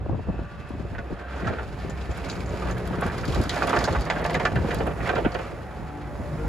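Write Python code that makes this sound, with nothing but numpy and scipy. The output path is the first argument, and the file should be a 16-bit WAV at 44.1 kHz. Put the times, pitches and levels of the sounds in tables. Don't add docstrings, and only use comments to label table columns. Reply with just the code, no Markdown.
import sys
import numpy as np
from scipy import signal
from scipy.fft import rfft, irfft
from scipy.io import wavfile
from scipy.ndimage import uniform_filter1d

SR = 44100
rng = np.random.default_rng(int(sys.argv[2]) if len(sys.argv) > 2 else 0)


def master_out(mix):
    frames = np.transpose(np.atleast_2d(mix))
    ceiling = np.clip(frames, -1, 1)
    pcm = np.round(ceiling * 32767).astype(np.int16)
    wavfile.write(sys.argv[1], SR, pcm)


N = 285768


def amp(db):
    return 10 ** (np.asarray(db) / 20)


def evened(x):
    return x / np.sqrt(np.mean(x ** 2) + 1e-20)


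def columns(rows):
    s, *values = np.transpose(rows)
    return [np.interp(np.arange(N) / SR, s, v) for v in values]


def coloured(x, points):
    f, db = np.transpose(points)
    hz = np.fft.rfftfreq(N, 1 / SR)
    gain = amp(np.interp(np.log(hz + 1), np.log(f + 1), db, -90, -90))
    return evened(irfft(rfft(x) * gain, N))


def lumps(per_s, channels=1):
    span = max(round(SR / per_s / 2), 1)
    smooth = uniform_filter1d(rng.standard_normal((channels, N)), span)
    return evened(uniform_filter1d(smooth, span))


def resonate(x, hz, width):
    return signal.lfilter(*signal.iirpeak(hz, hz / width, SR), x)


def glide(x, hz, width):
    turn = np.exp(2j * np.pi * np.cumsum(hz) / SR)
    r = np.exp(-np.pi * width / SR)
    return 2 * (turn * signal.lfilter([(1 - r) ** 2], [1, -2 * r, r * r], x / turn)).real


def bandpass(order, low_hz, high_hz):
    return signal.butter(order, (low_hz, high_hz), "band", fs=SR, output="sos")


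def add(mix, s, sound):
    part = mix[:, round(s * SR):][:, :sound.shape[1]]
    part += sound[:, :part.shape[1]]


def sides(pan_db):
    return amp(np.array([[.5], [-.5]]) * pan_db)


# start_s, scrape_db, rumble_db, hiss_db
PUSH = [(0, -45.5, -51, -64), (.45, -42.5, -53, -58), (.74, -43.5, -64, -57), (1.05, -43, -40.5, -57),
        (1.17, -38.5, -42, -55), (1.25, -37.5, -41, -61), (1.32, -39.5, -44.5, -58),
        (1.42, -35.5, -37.5, -50), (1.52, -32, -33.5, -52.5), (1.66, -41.5, -45.5, -53.5),
        (2.09, -40, -44, -52), (2.3, -35, -37, -45.5), (2.45, -42.5, -39.5, -51), (2.69, -35, -35.5, -48),
        (2.85, -39.5, -37.5, -52), (3, -31.5, -36.5, -50.5), (3.25, -38.5, -37, -43.5),
        (3.48, -33.5, -35.5, -42.5), (3.75, -27.5, -29, -41.5), (3.9, -29.5, -27.5, -38),
        (4.06, -31.5, -34.5, -49), (4.35, -31.5, -29.5, -48.5), (4.56, -39, -36, -50),
        (4.71, -34, -34, -46), (4.88, -40.5, -28.5, -50), (4.96, -44, -38, -57), (5.07, -29, -33, -48),
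        (5.22, -38.5, -31.5, -53), (5.33, -35, -44, -52), (5.45, -37.5, -37.5, -51),
        (5.62, -43, -42, -56.5), (6.06, -41.5, -45.5, -59), (6.2, -47, -41, -54), (6.48, -44, -43, -52.5)]
# (relative, per Hz)
RUMBLE = [(88, -21), (150, 6), (204, 0), (541, 2.5), (678, -2), (889, -10), (965, -11.5), (1300, -13),
          (1690, -98), (2860, -120)]
SCRAPE = [(410, -48), (700, 7.5), (1060, -5), (1130, -4.5), (1380, -4.5), (1500, -2), (1630, -1),
          (1760, -0.5), (1900, -1.5), (2520, -12), (3250, -12), (4200, -19.5), (5460, -32), (9240, -120)]
HISS = [(2200, 11.5), (3200, 4), (5000, 4), (5800, -3), (7000, -2), (9000, -8), (12000, -11.5),
        (13000, -17), (15000, -26), (16500, -42)]
# start_s, upper_ring_db (relative), thud_hz
SIDE_ON = [(0, -40, 760), (2.2, -3, 730), (3.5, -24, 714), (4.1, -22, 799.4), (4.6, -6.5, 707.2),
           (5.0, -9, 590), (5.3, -3, 565), (5.6, -10, 600), (5.9, -16, 620), (6.48, -28, 645)]
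HOLLOW_HZ = 1290
UPPER_HZ, UPPER_WIDTH_HZ = 2410, 910


def upper_ring(x):
    once = resonate(x, UPPER_HZ, UPPER_WIDTH_HZ)
    return resonate(once, UPPER_HZ, UPPER_WIDTH_HZ)


def grind():
    scrape_db, rumble_db, hiss_db = columns(PUSH)
    bite = np.clip((scrape_db + 48.5) / 14, .1, 1)
    slip = bite * (lumps(20.6) + 0.16 * lumps(97))
    rumble_swell = amp(2.4 * slip + 1.27 * bite * lumps(38))
    rumble = coloured(rumble_swell * rng.standard_normal((2, N)), RUMBLE)

    crumbs = amp(4.15 * np.minimum(rng.exponential(1, N), 4)) * (rng.random(N) < 90 / SR)
    crunch = signal.lfilter([1], [1, -np.exp(-1 / (0.0097 * SR))], crumbs)
    scrape_swell = (1 + 0.24 * bite * crunch) * amp(1.54 * slip)
    scrape = coloured(scrape_swell * rng.standard_normal((2, N)), SCRAPE)

    ring = evened(blade_ring(scrape + rumble))
    hollow = evened(glide(scrape, HOLLOW_HZ * (1 + 0.036 * lumps(2.8)[0]), 690))
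    upper = amp(columns(SIDE_ON)[0]) * evened(upper_ring(scrape))

    grit = amp(1.1 * np.minimum(rng.exponential(1, N), 4)) * (rng.random(N) < .15)
    hiss_swell = amp(1.9 * slip + 1.44 * lumps(22)) * grit * (1 + 0.3 * bite * crunch)
    hiss = coloured(hiss_swell * rng.standard_normal((2, N)), HISS)

    steel = 0.5 * scrape + 0.15 * ring + 0.29 * hollow + 0.28 * upper
    return amp(rumble_db) * rumble + amp(scrape_db) * steel + 0.78 * amp(hiss_db) * hiss


# pitch_hz, width_hz (at least 25 is used), level_db (relative)
BLADE = [(701.6, 43, 5), (890, 15, 5), (1157, 45, 5.5), (1350, 31, -7), (1732, 34, 4), (1950, 63, 0),
         (2367, 110, -3.5)]
FLEX = .018


def blade_ring(x):
    return sum(amp(db) * glide(x, hz * (1 + FLEX * lumps(5.6)[0]), max(width, 25))
               for hz, width, db in BLADE)


def crackle():
    size = amp(3.9 * np.minimum(rng.exponential(1, N), 4)) * (rng.random(N) < 260 / SR)
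    pitches, t, out = np.geomspace(1800, 7400, 24), np.arange(900) / SR, np.zeros((2, N))
    which = rng.integers(0, len(pitches), N)
    for k, hz in enumerate(pitches):
        ping = np.sin(2 * np.pi * hz * t) * amp(-60 * t / 0.064 - 9.1 * np.log2(hz / 4000))
        grains = signal.oaconvolve(size * (which == k), ping)[:N]
        out += grains * rng.uniform(-1.4, 1, (2, 1))
    return amp(columns(PUSH)[2] - 10.0) * evened(out * amp(1.1 * lumps(6.1)))


# start_s, clank_db, clank_hz, thud_db (relative)
KNOCKS = [(0.9485, -28, 1540, -5), (.9819, -25.5, 1460, -2), (1.4109, -26.5, 1380, -14),
          (1.4452, -26, 1550, -18), (1.4697, -19.5, 1370, -25), (1.5848, -23, 1340, -1),
          (2.6201, -26, 1140, -2), (2.6706, -28, 1170, -22), (2.6975, -24, 1460, -25),
          (2.7659, -32, 1590, -15), (2.93, -27, 1180, 2), (3.0208, -16.5, 1200, -1.5),
          (3.0631, -24, 1420, -15), (3.097, -26, 1600, -23), (3.18, -28.5, 1440, -16),
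          (3.2354, -21, 1400, -11), (3.3316, -25, 1104, -4), (3.351, -26, 1140, 5.5),
          (3.399, -27.5, 1340, -18), (3.4943, -24, 1880, -5), (3.565, -20, 1460, 1),
          (3.6222, -13, 1150, -0.5), (3.6788, -21.5, 1150, 3.5), (3.697, -19, 1350, 2.5),
          (3.7304, -13, 1110, 2), (3.7626, -14, 1470, -3), (3.811, -23, 1130, 3), (3.8426, -24, 1560, -13),
          (3.8753, -23, 1350, 9), (3.9498, -17.5, 1100, 1.5), (4.0648, -31, 1680, 5),
          (4.1, -13.5, 1710, -2), (4.1601, -24, 1611, -0.5), (4.2031, -26, 1400, 2), (4.2191, -29, 1820, 4),
          (4.25, -18.5, 1734, 3), (4.2967, -24, 1950, 5), (4.3444, -15, 1830, -1),
          (4.398, -19.5, 1840, 5.5), (4.452, -9.5, 1436, -9.5), (4.5572, -17, 1517, -4),
          (4.706, -18, 1620, -5), (4.8043, -20, 1380, 6), (4.8666, -20, 1300, 2),
          (4.9045, -25.5, 1318, 3.5), (4.963, -32, 1410, 0), (5.004, -25.5, 1900, 0),
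          (5.057, -23.5, 2028, -20), (5.0722, -21.5, 1550, -8), (5.0916, -13.5, 1530, 2),
          (5.1285, -23.5, 1325, 8.5), (5.158, -16, 1441, -0.5), (5.181, -20.5, 1190, 12),
          (5.2481, -15.5, 1460, 5), (5.3483, -20, 1520, 4.5), (5.3928, -24.5, 1280, 6.5)]
# start_s, pan_db (left minus right)
BLADE_PAN = [(0, -1), (4.4, 1), (4.7, -4.5), (6.48, -5)]
CHATTER_S, KNOCK_T60_S = 0.0095, 0.076
BOUNCE_S = 0.0075
CRACK_FROM_DB, CRACK_DB = -13, -25
STRIKE_DB, STRIKE_S, STRIKE_ABOVE = 7, 0.0021, 1.44


def knocks():
    out, jolts, cracks = np.zeros((3, 2, N))
    t = np.arange(5000) / SR
    when, upper, thud = np.transpose(SIDE_ON)
    for s, db, hz, thud_db in KNOCKS:
        pan = sides(np.interp(s, *np.transpose(BLADE_PAN)))
        thud_hz = np.interp(s, when, thud)
        hard = 1 / (4.5 + np.exp((CRACK_FROM_DB - db) / 6.4))

        shape = amp(db - 60 * np.maximum(t - CHATTER_S, 0) / KNOCK_T60_S)
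        shape = shape + 0.2 * amp(db) * np.exp(-t / 0.00076)
        jolt = pan * shape * rng.standard_normal((2, len(t)))
        jolt[:, 0] += 7.9 * hard * amp(db) * pan[:, 0]
        jolt[:, round(BOUNCE_S * SR)] -= 3.6 * hard * amp(db) * pan[:, 0]

        clank = 1.7 * resonate(resonate(jolt, hz, 660), hz, 660) + 1.52 * resonate(jolt, hz, 49)
        top = amp(np.interp(s, when, upper)) * upper_ring(jolt)
        low = signal.sosfilt(bandpass(2, 0.66 * thud_hz, 1.317 * thud_hz), jolt)
        add(out, s, clank + top + 2.14 * amp(thud_db) * low)

        turns = hz * np.cumsum(1 + (STRIKE_ABOVE - 1) * np.exp(-t / STRIKE_S)) / SR
        ping = np.sin(2 * np.pi * turns) * np.exp(-t / STRIKE_S)
        add(out, s, amp(db + STRIKE_DB) * hard * pan * ping)
        add(jolts, s, jolt)
        add(cracks, s, amp(CRACK_DB) * hard * jolt * np.exp(-t / 0.00073))
    out += blade_ring(jolts)
    body = signal.sosfilt(signal.butter(4, 3400, fs=SR, output="sos"), out)
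    return body + signal.sosfilt(bandpass(2, 2400, 12000), cracks)


# start_s, jingle_db, ring_hz, tick_db
RATTLES = [(0.688, -45, 4930, -58), (0.9817, -39, 3580, -80), (1.359, -43, 6300, -67),
           (1.469, -30, 3220, -62), (1.584, -43, 3570, -76), (1.8954, -28.5, 7200, -55),
           (2.0088, -33.5, 3940, -77), (2.109, -32, 7060, -66), (2.173, -46, 3900, -49.5),
           (2.244, -31, 4000, -56), (2.286, -31, 6900, -64), (2.297, -22.5, 4450, -59),
           (2.313, -28, 6900, -64), (2.33, -36, 6900, -68), (2.41, -46, 6900, -75), (2.457, -36, 6900, -75),
           (2.49, -35, 6900, -68), (2.708, -28, 6700, -53), (2.7794, -38, 3380, -50),
           (2.8733, -34, 3330, -48), (3.0092, -37, 3387, -45.5), (3.064, -41, 3220, -49),
           (3.18, -30, 4730, -51), (3.2082, -33, 4770, -57), (3.251, -27.5, 4730, -51),
           (3.2773, -26, 4690, -55), (3.322, -28.5, 3386, -52), (3.346, -23.5, 4130, -49),
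           (3.413, -27, 4580, -46), (3.435, -29, 5000, -46.5), (3.4936, -16, 3810, -50),
           (3.509, -32, 3680, -62), (3.626, -26, 4510, -53), (3.671, -28.5, 3420, -44.5),
           (3.694, -21, 3400, -47), (3.7623, -24, 3630, -65), (3.7877, -21.5, 5050, -51),
           (3.8403, -17, 4480, -48), (3.852, -22, 5070, -53), (3.924, -25.5, 4170, -53),
           (3.993, -33, 5030, -59), (4.008, -31, 4560, -46.5), (4.016, -29, 4605, -59),
           (4.05, -32, 4396, -52), (4.1, -20, 3350, -68), (4.111, -39, 4480, -65), (4.2147, -44, 4200, -52),
           (4.241, -25, 4056, -52), (4.26, -27.5, 4900, -47.5), (4.2947, -28, 3600, -66),
           (4.305, -38, 4500, -48.5), (4.33, -30, 3600, -64), (4.3409, -26, 4300, -47.5),
           (4.349, -23.5, 3630, -69), (4.3973, -29, 3844, -70), (4.4261, -44, 4270, -66),
           (4.451, -17.5, 3050, -73), (4.461, -35, 5180, -72), (4.555, -34, 3990, -54),
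           (4.706, -31, 3950, -66), (4.7446, -27, 3597, -44), (4.783, -32, 4580, -66),
           (4.8674, -54, 3656, -47), (5.074, -42, 3230, -52), (5.089, -28, 4100, -56),
           (5.15, -29, 3960, -65), (5.18, -35, 3900, -59), (5.316, -32, 4570, -65), (5.342, -29, 4520, -56)]
# pitch_hz, width_hz, level_db (relative, before chance)
LINKS = [(3330, 220, -1), (3900, 230, -4.5), (4480, 310, -4), (4900, 110, -6), (6300, 160, -5),
         (6700, 180, -11), (7100, 200, -7)]
JINGLE_HOLD_S, RATTLE_T60_S = 0.0032, 0.076
TICK_S = 0.0028


def rattles():
    out, t = np.zeros((2, N)), np.arange(4000) / SR
    low, high = bandpass(3, 2800, 7430), bandpass(3, 7600, 12400)
    link_hz = np.transpose(LINKS)[0]
    for s, db, hz, top_db in RATTLES:
        rise_s = np.interp(max(db, top_db + 22), (-30, -21), (.004, .0004))
        decay = amp(-60 * np.maximum(t - JINGLE_HOLD_S, 0) / RATTLE_T60_S)
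        burst = decay * rng.standard_normal((2, 2, len(t))) * np.minimum(t / rise_s, 1)
        chance_db = 2.0 * rng.standard_normal(len(LINKS)) - 15.0 * abs(np.log2(link_hz / hz))
        modes = sum(amp(m_db + c) * resonate(burst[0], f, w) for (f, w, m_db), c in zip(LINKS, chance_db))
        raw = (0.19 + 0.2 * np.exp(-t / 0.0016)) * burst[0]
        jingle = signal.sosfilt(low, raw + 0.96 * modes + 0.5 * resonate(burst[0], hz, 370))
        tick = signal.sosfilt(high, burst[1] * (0.4 + 4.5 * np.exp(-t / TICK_S)))
        add(out, s, amp(db) * jingle + 1.43 * amp(top_db) * tick)
    return out


# middle_s, peak_db, pitch_hz (at the middle), half_length_s, fall_hz_per_s
THUMPS = [(3.9845, -16, 62, .017, 300), (5.2662, -9, 285, .0037, 28000)]


def thumps():
    out = np.zeros(N)
    for s, db, hz, half, fall in THUMPS:
        t = np.clip(np.arange(N) / SR - s, -.08, .08)
        out += amp(db) * np.exp(-(t / half) ** 2) * np.cos(2 * np.pi * (hz - fall * t / 2) * t)
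    return out


# start_s, firing_hz, thud_db, overtones_db, whine_db, roar_db
ENGINE = [(0, 64.6, -36, -62, -63, -52), (.3, 64.87, -51, -61, -48, -54),
          (1, 63.13, -43, -48.5, -47.5, -46.5), (1.35, 64.56, -35.5, -74, -47, -48.5),
          (1.8, 65.25, -45, -48, -55, -41), (2.15, 65.85, -37, -48, -61, -41),
          (2.3, 61.5, -39, -45.5, -57, -38.5), (2.7, 61, -35, -38, -64, -37.5),
          (3.13, 60.86, -42, -37.5, -44, -37), (3.7, 56.32, -62, -51, -64, -35),
          (4.2, 52.9, -48, -38.5, -41, -40), (5, 51.2, -44, -53, -41, -34.5),
          (5.4, 50.2, -60, -69, -53, -38.5), (5.8, 49.28, -56, -51, -72, -40.5),
          (6.02, 49.1, -50, -42.5, -60, -41), (6.2, 48.75, -41, -46.5, -58, -37.5),
          (6.33, 50.2, -45, -41, -55, -37), (6.4, 51.2, -39, -36, -31, -36),
          (6.48, 51.4, -28, -32.5, -33, -34.5)]
# multiple of firing rate, level_db (relative)
OVERTONES = [(2, -5), (3, 0), (5, -14), (6, -8), (7, -9), (12, -27)]
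# multiple of firing rate, level_db (relative)
PISTONS = [(9, -4.5), (18, -24), (27, -16)]
# (relative, per Hz)
ROAR = [(30, -28), (60, 3.5), (200, -15), (600, -21.5), (950, -17), (1300, -22.5), (2000, -25),
        (2900, -44.5), (6000, -44.5), (11000, -46.5), (16000, -55)]


def engine():
    hz, thud_db, tones_db, whine_db, roar_db = columns(ENGINE)
    turns = np.cumsum(hz * (1 + 0.004175 * lumps(5.72)[0])) / SR

    def order(k, db):
        level = amp(db + 1.3 * lumps(7)[0])
        return level * np.sqrt(2) * np.sin(2 * np.pi * (k * turns + rng.random()))

    tones = order(1.0, thud_db) + sum(order(k, tones_db + db) for k, db in OVERTONES)
    whine = sum(order(k, whine_db + db) for k, db in PISTONS)
    puffs = (0.97 + np.exp(-(turns % 1) / 1.4)) * rng.standard_normal((2, N))
    knock = evened(np.diff(np.floor(turns), prepend=0) * amp(3.4 * lumps(40)[0]))
    return tones, whine, amp(roar_db) * coloured(puffs + .5 * knock, ROAR)


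# start_s, end_s, pitch_hz, level_db
TONES = [(.25, .8, 1160, -55), (.3, .75, 1445, -57), (1.15, 1.65, 1565, -53), (1.35, 1.65, 440, -45),
         (1.7, 2.25, 1778, -54), (2.3, 2.95, 568, -50), (4.1, 4.5, 690, -43), (5.85, 6.1, 292, -48),
         (5.5, 6.3, 843, -52), (5.5, 6.15, 750, -51), (6.05, 6.4, 587, -48), (5.3, 5.45, 512, -44)]


def hydraulics():
    out, waver, flutter = np.zeros((1, N)), lumps(11)[0], lumps(16)[0]
    for start, end, hz, db in TONES:
        span = slice(round(start * SR), round(end * SR))
        turns = np.cumsum(hz * (1 + .006 * waver[span])) / SR
        tone = amp(db + 2.0 * flutter[span]) * np.sqrt(2) * np.sin(2 * np.pi * turns)
        add(out, start, tone[None] * signal.windows.tukey(len(turns), .4))
    return out[0]


# start_s, level_db
WHIR = [(0, -67), (.3, -61), (.7, -59), (1.1, -62), (1.6, -63), (2.4, -65), (6.48, -67)]


def whir():
    hz = 2620 * (1 + .012 * lumps(5.0)[0])
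    level = amp(columns(WHIR)[0] + 1.8 * lumps(13.0))
    return level * evened(glide(rng.standard_normal((2, N)), hz, 190))


# start_s, level_db
WIND_LEVEL = [(0, -34.5), (.23, -38), (.4, -35), (.52, -40), (.9, -33.5), (1.25, -46.5), (1.5, -36),
              (1.75, -35.5), (2.5, -32.5), (3.1, -33.5), (3.6, -34.5), (4.2, -34), (4.6, -35.5),
              (4.85, -34), (4.98, -43), (5.5, -43), (5.85, -43), (6.2, -35), (6.48, -36.5)]
# middle_s, level_db, length_s
SWELLS = [(0.127, -30, 0.11), (0.176, -39, 0.13), (0.296, -22.5, 0.037), (0.37, -35.5, 0.086),
          (0.75, -40, 0.044), (0.858, -56, 0.07), (1.13, -33.5, 0.042), (1.474, -30, 0.11),
          (1.88, -38, 0.093), (2.101, -35, 0.016), (3.076, -34, 0.054), (3.307, -32, 0.047),
          (3.403, -25, 0.085), (3.79, -39, 0.071), (3.908, -26, 0.02), (3.998, -30, 0.04),
          (4.37, -39, 0.04), (4.572, -24, 0.11), (4.827, -34.5, 0.16), (5.031, -27, 0.043),
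          (5.184, -34, 0.064), (5.263, -21.5, 0.033), (5.355, -32.5, 0.028), (5.54, -34, 0.033),
          (5.82, -34, 0.087), (6.207, -45, 0.039)]
# (relative, per Hz)
WIND = [(20, -37), (35, -11.5), (55, 1), (100, -2.5), (180, -7.5), (300, -16), (600, -21), (1200, -36)]
# start_s, level_db, pitch_hz (nominal), pan_db (left minus right)
BUFFETS = [(.058, -21, 330, 4), (0.093, -17, 200, 8), (0.126, -24, 356, -3), (0.144, -23.5, 157, 15),
           (0.19, -22.5, 307, -2), (.203, -30, 150, 2), (0.285, -23.5, 148, 10), (0.297, -23, 149, -2),
           (0.341, -28, 226, 11), (0.389, -21, 233, 6), (0.704, -18, 200, 5), (.737, -29, 220, 0),
           (0.748, -22, 210, 0), (0.797, -23.5, 220, 11), (0.825, -31, 251, 6), (.85, -24, 260, 8),
           (.93, -22.5, 200, 8), (.99, -27, 209, 8), (1.103, -23, 243, 9), (1.123, -17, 208, 3),
           (1.431, -18.5, 172, 3), (1.505, -16, 360, 3), (1.846, -25, 176, 12), (1.89, -19, 203, 3),
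           (2.091, -25, 200, 19), (2.535, -19.5, 312, 5), (2.906, -15.5, 174, 8), (2.982, -15.5, 170, 5),
           (3.054, -15.5, 174, 6), (3.281, -12.5, 162, 6), (3.374, -19, 304, 10), (3.4, -10.5, 247, -1),
           (3.469, -21, 176, 5), (4.516, -17, 154, -1), (4.533, -16.5, 177, 0), (4.585, -17, 201, -2),
           (4.645, -12.5, 168.8, -5), (4.66, -18, 200, 6), (4.686, -13.5, 297, 0), (5.019, -21, 149, -9),
           (5.271, -23, 168, 4), (5.527, -24, 337.5, -6), (5.793, -31, 171.4, -1), (6.193, -31, 183, -5),
           (6.353, -22.5, 151.7, -5), (6.447, -22.5, 151, -17)]
# start_s, level_db (relative)
FLUTTER = [(0, -7), (.45, -7), (.65, -15), (1.3, -14), (6.48, -10)]
BUFFET_T60_S = 0.046


def wind():
    shared, own = rng.standard_normal(N), rng.standard_normal((2, N))
    eddies = amp(1.8 * lumps(29) + 2.15 * lumps(63, channels=2)) * (shared + 0.56 * own)
    now = np.arange(N) / SR
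    swells = sum(amp(db) * np.exp(-((now - s) / (length / 2)) ** 2) for s, db, length in SWELLS)
    out = (amp(columns(WIND_LEVEL)[0]) + swells) * coloured(eddies, WIND)

    t = np.arange(3000) / SR
    band = bandpass(3, 300, 900)
    for s, db, hz, pan_db in BUFFETS:
        pitch = hz * (0.6 + 1.7 * np.exp(-t / 0.007)) * rng.uniform(0.92, 0.98, (2, 1))
        swing = np.sin(2 * np.pi * np.cumsum(pitch, 1) / SR)
        swing = swing * np.minimum(t / 0.0048, 1) * amp(-60 * t / BUFFET_T60_S)
        common, left, right = rng.standard_normal((3, len(t))) * t * np.exp(-t / 0.0028)
        flutter = signal.sosfilt(band, common + .5 * np.array([left, right]))
        flutter_gain = amp(np.interp(s, *np.transpose(FLUTTER)))
        buffet = 0.91 * swing + flutter_gain * flutter / abs(flutter).max()
        add(out, s, amp(db) * sides(pan_db) * buffet)
    return out


# pitch_hz, likeness (0-1), left_lead_rad, pan_db (left minus right)
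PORTS = [(60, .88, 0, 0), (300, .88, -.35, -1), (700, .85, -.4, -4.5), (1500, .92, -.62, -2),
         (3000, .75, .4, -.5), (5000, .5, .8, 0), (7300, .75, 0, 0), (8400, .88, -3.1, 0),
         (11000, .86, -6.3, 0), (12600, .88, -8.8, 0), (14300, .88, -10, 0), (15600, .9, -12.5, 0)]


def ports(pair):
    f, *values = np.transpose(PORTS)
    hz = np.fft.rfftfreq(N, 1 / SR)
    same, lead, pan_db = (np.interp(np.log(hz + 1), np.log(f + 1), v) for v in values)
    same = np.clip(same, 0, 1)
    direct, other = rfft(pair)
    right = same * np.exp(-1j * lead) * direct + np.sqrt(1 - same ** 2) * other
    return irfft(np.array([direct, right]) * sides(pan_db), N)


def scene():
    tones, whine, roar = engine()
    machine = ports(roar + whir() + grind() + crackle() + knocks() + rattles())
    whines = (whine + hydraulics()) * np.array([[1.3], [.6]])
    return machine + tones + thumps() + whines + wind()


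EDGE_HZ = 16000


def record(dry):
    lowpass = signal.firwin(511, EDGE_HZ, window=("kaiser", 9), fs=SR)
    return signal.oaconvolve(dry, lowpass[None], "same")


dry = scene()
out = record(dry)
master_out(out)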